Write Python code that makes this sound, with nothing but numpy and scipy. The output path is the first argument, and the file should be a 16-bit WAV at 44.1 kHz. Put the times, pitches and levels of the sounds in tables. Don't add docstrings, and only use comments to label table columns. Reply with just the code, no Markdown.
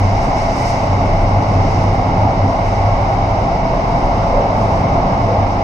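import sys
import numpy as np
from scipy import signal
from scipy.fft import rfft, irfft
from scipy.io import wavfile

SR = 44100
rng = np.random.default_rng(int(sys.argv[2]) if len(sys.argv) > 2 else 0)


def log_audio(samples):
    frames = np.atleast_2d(samples).T
    limited = np.clip(frames, -1, 1)
    pcm = np.round(limited * 32767).astype(np.int16)
    wavfile.write(sys.argv[1], SR, pcm)


N = 248283
TIME = np.arange(N) / SR
FREQ = np.maximum(np.arange(N // 2 + 1) * SR / N, 1)
FLOOR_HZ, FLOOR_WIDTH_HZ = 28, 2.9
# t/s, rise/s, fall/s, hiss gain/dB, extra scrape/dB
FLANGE_RUBS = [(.225, .03, .05, 2.2, 0), (.39, .02, .05, 2.3, 1.8), (.69, .15, .075, 4.9, 2.8),
               (1.7, .12, .16, 3.8, -.3), (2.73, .09, .08, 2.5, 1.4), (4.61, .03, .12, .7, 2.8)]


def undb(db):
    return 10 ** (np.asarray(db) / 20)


def unit(x):
    return x / np.sqrt(np.mean(x ** 2))


def over_time(points):
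    return np.interp(TIME, *np.transpose(points))


def over_hz(points):
    hz, value = np.transpose(points)
    return np.interp(np.log(FREQ), np.log(hz), value)


def colour(spectrum):
    return undb(over_hz(spectrum)) * np.minimum(spectrum[-1][0] / FREQ, 1) ** 6


def pan(side_db):
    gains = undb(np.array([[.5], [-.5]]) * side_db)
    return gains / np.sqrt(np.mean(gains ** 2, axis=0))


def walk(rate_hz):
    return unit(irfft(rfft(rng.standard_normal(N)) * np.exp(-.5 * (FREQ / rate_hz) ** 2), N))


def swell_at(t_s, rise_s, fall_s):
    return np.exp(-.5 * ((TIME - t_s) / np.where(TIME < t_s, rise_s, fall_s)) ** 2)


def ring(hz, width_hz, steady=0.):
    shape = (1 + ((FREQ - hz) / width_hz) ** 2) ** -1.5
    analytic = signal.hilbert(irfft(rfft(rng.standard_normal(N)) * shape, N))
    envelope = unit(np.abs(analytic))
    return unit(analytic.real / (envelope + .14) ** steady)


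def bend(note, phase_rad):
    return np.real(signal.hilbert(note) * np.exp(1j * phase_rad))


def field(spectrum):
    # f/Hz, correlation before clipping
    correlation = [(100, 1.4), (230, 0.9), (360, 1.3), (415, 0.4), (480, 0.8), (800, .85), (900, -0.14),
                   (1080, 0), (1280, -0.47), (1750, -0.27), (2200, -0.14), (5500, 0), (5800, 0.9),
                   (7400, 0.4), (10000, 1)]
    # f/Hz, left minus right/dB
    balance = [(300, 0), (420, -1), (490, -1.5), (620, -1.5), (820, -1), (1350, -1.5), (1600, 1),
               (2400, -3), (3000, -1.5), (4500, -2), (6500, 0), (9000, 0.5)]
    likeness = np.clip(over_hz(correlation), -1, 1)
    mid, side = rfft(rng.standard_normal((2, N)))
    ears = mid * np.sqrt(1 + likeness) + np.array([[1], [-1]]) * side * np.sqrt(1 - likeness)
    return unit(irfft(ears * pan(over_hz(balance)) * colour(spectrum), N))


def car_body():
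    # t/s, length/s, level/dB
    dips = [(.15, .1, -25.5), (1.19, .08, -21.5), (1.68, .07, -23.5), (2.95, .025, -23), (3.35, .025, -25),
            (4.06, .025, -21), (4.345, .025, -19), (5.06, .05, -25)]
    # t/s, level/dB
    boom_levels = [(0, -23.5), (.55, -26.5), (1.5, -23.5), (2.3, -25), (2.95, -21.7), (4.25, -22.8),
                   (4.85, -28.5), (5.6, -26.5)]
    # t/s, level/dB
    wall_levels = [(0, -21), (.35, -23), (.8, -21.3), (1.4, -19.8), (2.25, -19.7), (2.7, -22), (3.3, -22),
                   (4.05, -19.3), (4.35, -21), (4.6, -19), (5, -18.5), (5.4, -21.5), (5.63, -20)]
    # f/Hz, relative level/dB
    wall_spectrum = [(15, -7.5), (35, -3), (65, 3), (95, 2.3), (125, 2.5), (145, 0), (175, 1.5),
                     (240, -2.5), (320, -6.5), (450, -6), (700, -23), (1500, -84.5)]
    # f/Hz, relative level/dB
    diffuse_spectrum = [(15, -11), (50, -5), (110, -8), (200, -14), (400, 0), (1000, -58)]
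    jolts = sum(undb(db) * swell_at(t_s, length_s, length_s) for t_s, length_s, db in dips)
    bounce = ring(FLOOR_HZ, FLOOR_WIDTH_HZ, steady=.78) * (undb(-28.3) + jolts)
    boom = ring(hz=40.3, width_hz=9.7, steady=.87) * undb(over_time(boom_levels))
    diffuse = unit(irfft(rfft(rng.standard_normal((2, N))) * colour(diffuse_spectrum), N))
    walls = field(wall_spectrum) * undb(over_time(wall_levels))
    return bounce + boom + diffuse * undb(-39) + walls


def rolling(roar_db):
    # f/Hz, relative level/dB
    spectrum = [(250, -31.5), (460, -14), (560, -3.4), (700, -2.9), (850, -2.5), (1000, -11.5),
                (1200, -16.5), (1450, -22.5), (1750, -26.7), (2700, -35), (5000, -41.5), (8000, -82)]
    flutter = 1 + .06 * ring(FLOOR_HZ, width_hz=3.6)
    roar = field(spectrum) * undb(-.2)
    return (roar * flutter + panels()) * undb(roar_db)


def ripple_hum():
    # t/s, hum level/dB
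    depths = [(0, -12), (.06, -11), (.15, -18), (.24, -34), (.42, -29), (.5, -23), (.58, -27), (.86, -26),
              (.93, -11), (.98, -20), (1.22, -15.3), (1.3, -18.5), (1.37, -12.5), (1.45, -21),
              (1.52, -15.5), (1.61, -14.3), (1.69, -23), (1.76, -15.7), (1.89, -15), (1.94, -24), (2, -15),
              (2.1, -23), (2.2, -15), (2.36, -17.5), (2.49, -16.5), (2.55, -23.5), (2.68, -22.5),
              (2.86, -16), (3.1, -20.5), (3.35, -22), (3.55, -35), (4.1, -34), (4.19, -19), (4.35, -34),
              (4.66, -25), (4.78, -29), (4.96, -20.5), (5.1, -36), (5.25, -17.5), (5.32, -22),
              (5.43, -14.7), (5.51, -32)]
    # t/s, f/Hz
    rates = [(0, 96), (1.2, 96), (1.6, 98), (2.8, 98.5), (3.2, 101), (4.2, 99), (4.9, 103), (5.25, 102.5),
             (5.42, 97.5)]
    waver_hz, waver_db = 1.6, 1.7
    phase = 2 * np.pi * np.cumsum(over_time(rates) + waver_hz * walk(7.8)) / SR
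    hum = np.sin(phase) * np.sqrt(2) * undb(over_time(depths) + waver_db * walk(18) - .7)
    flutter = 1 + .17 * ring(FLOOR_HZ, FLOOR_WIDTH_HZ)
    shallow_ripple = ring(hz=101, width_hz=12, steady=.4) * undb(-30)
    return hum * flutter + shallow_ripple


def panels():
    # f/Hz, width/Hz, level re roar/dB, left minus right/dB
    modes = [(121, 10, -10.6, 0.5), (172.2, 15, -14.5, -0.5), (210, 10, -15.8, 0), (273, 20, -11.6, 1.5),
             (665.2, 24, -7.5, 3.5), (709.5, 26, -9.8, 2), (796, 35, -11.5, -0.5), (876, 43, -15, 6),
             (935, 40, -14, -12.5)]
    drift_hz, swell_db = 3, 1.2
    out = 0
    for hz, width_hz, db, side_db in modes:
        drift_rad = 2 * np.pi * np.cumsum(drift_hz * walk(2)) / SR
        note = bend(ring(hz, width_hz, steady=.45), drift_rad)
        out = out + note * undb(db + swell_db * walk(2)) * pan(side_db)
    return out


def rail_and_wheels(roar_db, press_db):
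    # f/Hz, relative level/dB
    rail_spectrum = [(600, -20.5), (800, 2), (930, 5), (1080, 5), (1170, -1.5), (1260, -0.5), (1450, -10.5),
                     (1800, -39)]
    # f/Hz, relative level/dB
    wheel_spectrum = [(1000, -17), (1400, 0), (1750, -5), (2020, 2), (2300, 0), (2480, -9), (2850, -3.5),
                      (3350, -17.5), (4200, -17), (6000, -50)]
    # f/Hz, width/Hz, relative level/dB, left minus right/dB
    modes = [(2062, 150, -6, 16), (2195, 120, -3.3, 19.5), (2580, 180, -13, -9), (3805, 250, -16, 10),
             (5010, 810, -10, -26)]
    wheels = field(wheel_spectrum) * undb(1.5)
    for hz, width_hz, db, side_db in modes:
        wheels += ring(hz, width_hz, steady=.08) * undb(db) * pan(side_db)
    rail = field(rail_spectrum) * undb(roar_db - 6)
    return rail + wheels * undb(-37.1 + .36 * press_db)


def flanges(hiss_db, press_db):
    # f/Hz, relative level/dB
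    hiss_spectrum = [(3000, -13.5), (4400, -1.5), (5300, 6), (6200, -1.5), (6900, -7.5), (7600, -19.5),
                     (8200, -20), (9000, -31)]
    # f/Hz, relative level/dB
    scrape_spectrum = [(4500, -9.5), (6200, 5.5), (7400, 1.5), (8100, 4), (9000, -3), (10000, -4.3),
                       (11700, -8.5), (12500, -15.5), (15500, -18)]
    flicker_db, surge_db = 1.2, .8
    hiss = field(hiss_spectrum) * undb(hiss_db + 1.1 + .8 * walk(25))
    grit_db = sum(db * swell_at(t_s, rise_s, fall_s) for t_s, rise_s, fall_s, _, db in FLANGE_RUBS)
    grain_db = flicker_db * walk(20) + surge_db * walk(4)
    scrape = field(scrape_spectrum) * undb(-60.6 + 1.25 * press_db + grit_db + grain_db)
    return hiss + scrape


def knocks_and_tick():
    # t/s, f/Hz, level/dB, decay/s
    pulses = [(.283, 262, -2.5, .0045), (.363, 185, -3, .004), (1.507, 168, -6, .01),
              (2.229, 164, -6, .009), (2.246, 210, -7, .006), (2.444, 720, -1, .003),
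              (4.585, 230, -6, .005), (4.952, 143, -7, .007)]
    # f/Hz, relative level/dB
    noise_spectrum = [(80, -4), (200, 0), (330, -2), (600, -16)]
    attack_s = .002
    dull_noise = field(noise_spectrum) * undb(-11)
    out = 0
    for t_s, hz, db, decay_s in pulses:
        age_s = np.maximum(TIME - t_s, 0)
        envelope = (1 - np.exp(-age_s / attack_s)) * np.exp(-age_s / decay_s)
        out = out + undb(db) * (np.sin(2 * np.pi * hz * age_s) + dull_noise) * envelope
    return out


def bumps():
    # t/s, length/s, f/Hz, width/Hz, level/dB
    spots = [(1.5, .03, 172, 30, -27), (1.16, .06, 665, 20, -25), (2.22, .09, 810, 90, -24),
             (2.93, .05, 715, 40, -24), (3.08, .09, 785, 45, -23), (3.58, .09, 674, 20, -24.5),
             (4.03, .1, 672, 25, -25), (4.38, .04, 730, 130, -22), (4.96, .04, 675, 50, -22)]
    return sum(ring(hz, width_hz, steady=.51) * undb(db) * swell_at(t_s, length_s, length_s)
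               for t_s, length_s, hz, width_hz, db in spots)


def moans():
    # t/s, rise/s, fall/s, f/Hz, glide/(Hz/s), width/Hz, level/dB
    slips = [(4.375, .03, .06, 534, 300, 80, -17.5), (4.53, .04, .08, 565, 200, 65, -27),
             (5.34, .09, .06, 540, 100, 110, -23)]
    out = 0
    for t_s, rise_s, fall_s, hz, glide_hz_per_s, width_hz, db in slips:
        slide_rad = np.pi * glide_hz_per_s * (TIME - t_s) ** 2
        note = bend(ring(hz, width_hz, steady=.45), slide_rad)
        out = out + note * undb(db) * swell_at(t_s, rise_s, fall_s)
    return out


def electrics():
    # f/Hz, relative level/dB
    hiss_spectrum = [(5000, 0), (11000, 0), (15500, -3.5)]
    whine = ring(hz=15330, width_hz=230) * undb(-73.5)
    return whine + field(hiss_spectrum) * undb(-71.5)


def scene():
    # t/s, roar level/dB
    roughness = [(0, -21.5), (.25, -19.3), (.65, -20.1), (1.3, -19.8), (1.8, -20.2), (2.2, -19),
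                 (2.7, -20.6), (2.95, -19), (3.6, -20.2), (4.05, -18.5), (4.95, -18.6), (5.35, -19.2),
                 (5.63, -20.3)]
    # t/s, hiss level/dB
    lean = [(0, -42.2), (.82, -41.8), (1.1, -43.3), (1.42, -44.8), (2.3, -45.8), (3.3, -45.3), (4.7, -45.4),
            (5.63, -46.2)]
    roar_db = over_time(roughness)
    rub_db = sum(db * swell_at(t_s, rise_s, fall_s) for t_s, rise_s, fall_s, db, _ in FLANGE_RUBS)
    hiss_db = over_time(lean) + rub_db
    press_db = hiss_db - hiss_db.min()
    low = ripple_hum() + car_body() + bumps() + knocks_and_tick()
    singing = rail_and_wheels(roar_db, press_db) + moans()
    return low + rolling(roar_db) + singing + flanges(hiss_db, press_db) + electrics()


def record(dry):
    top_hz = 15600
    lowpass = signal.ellip(8, .2, 70, top_hz, fs=SR, output="sos")
    return signal.sosfilt(lowpass, np.clip(dry, -1, 1))


dry = scene()
out = record(dry)
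log_audio(out)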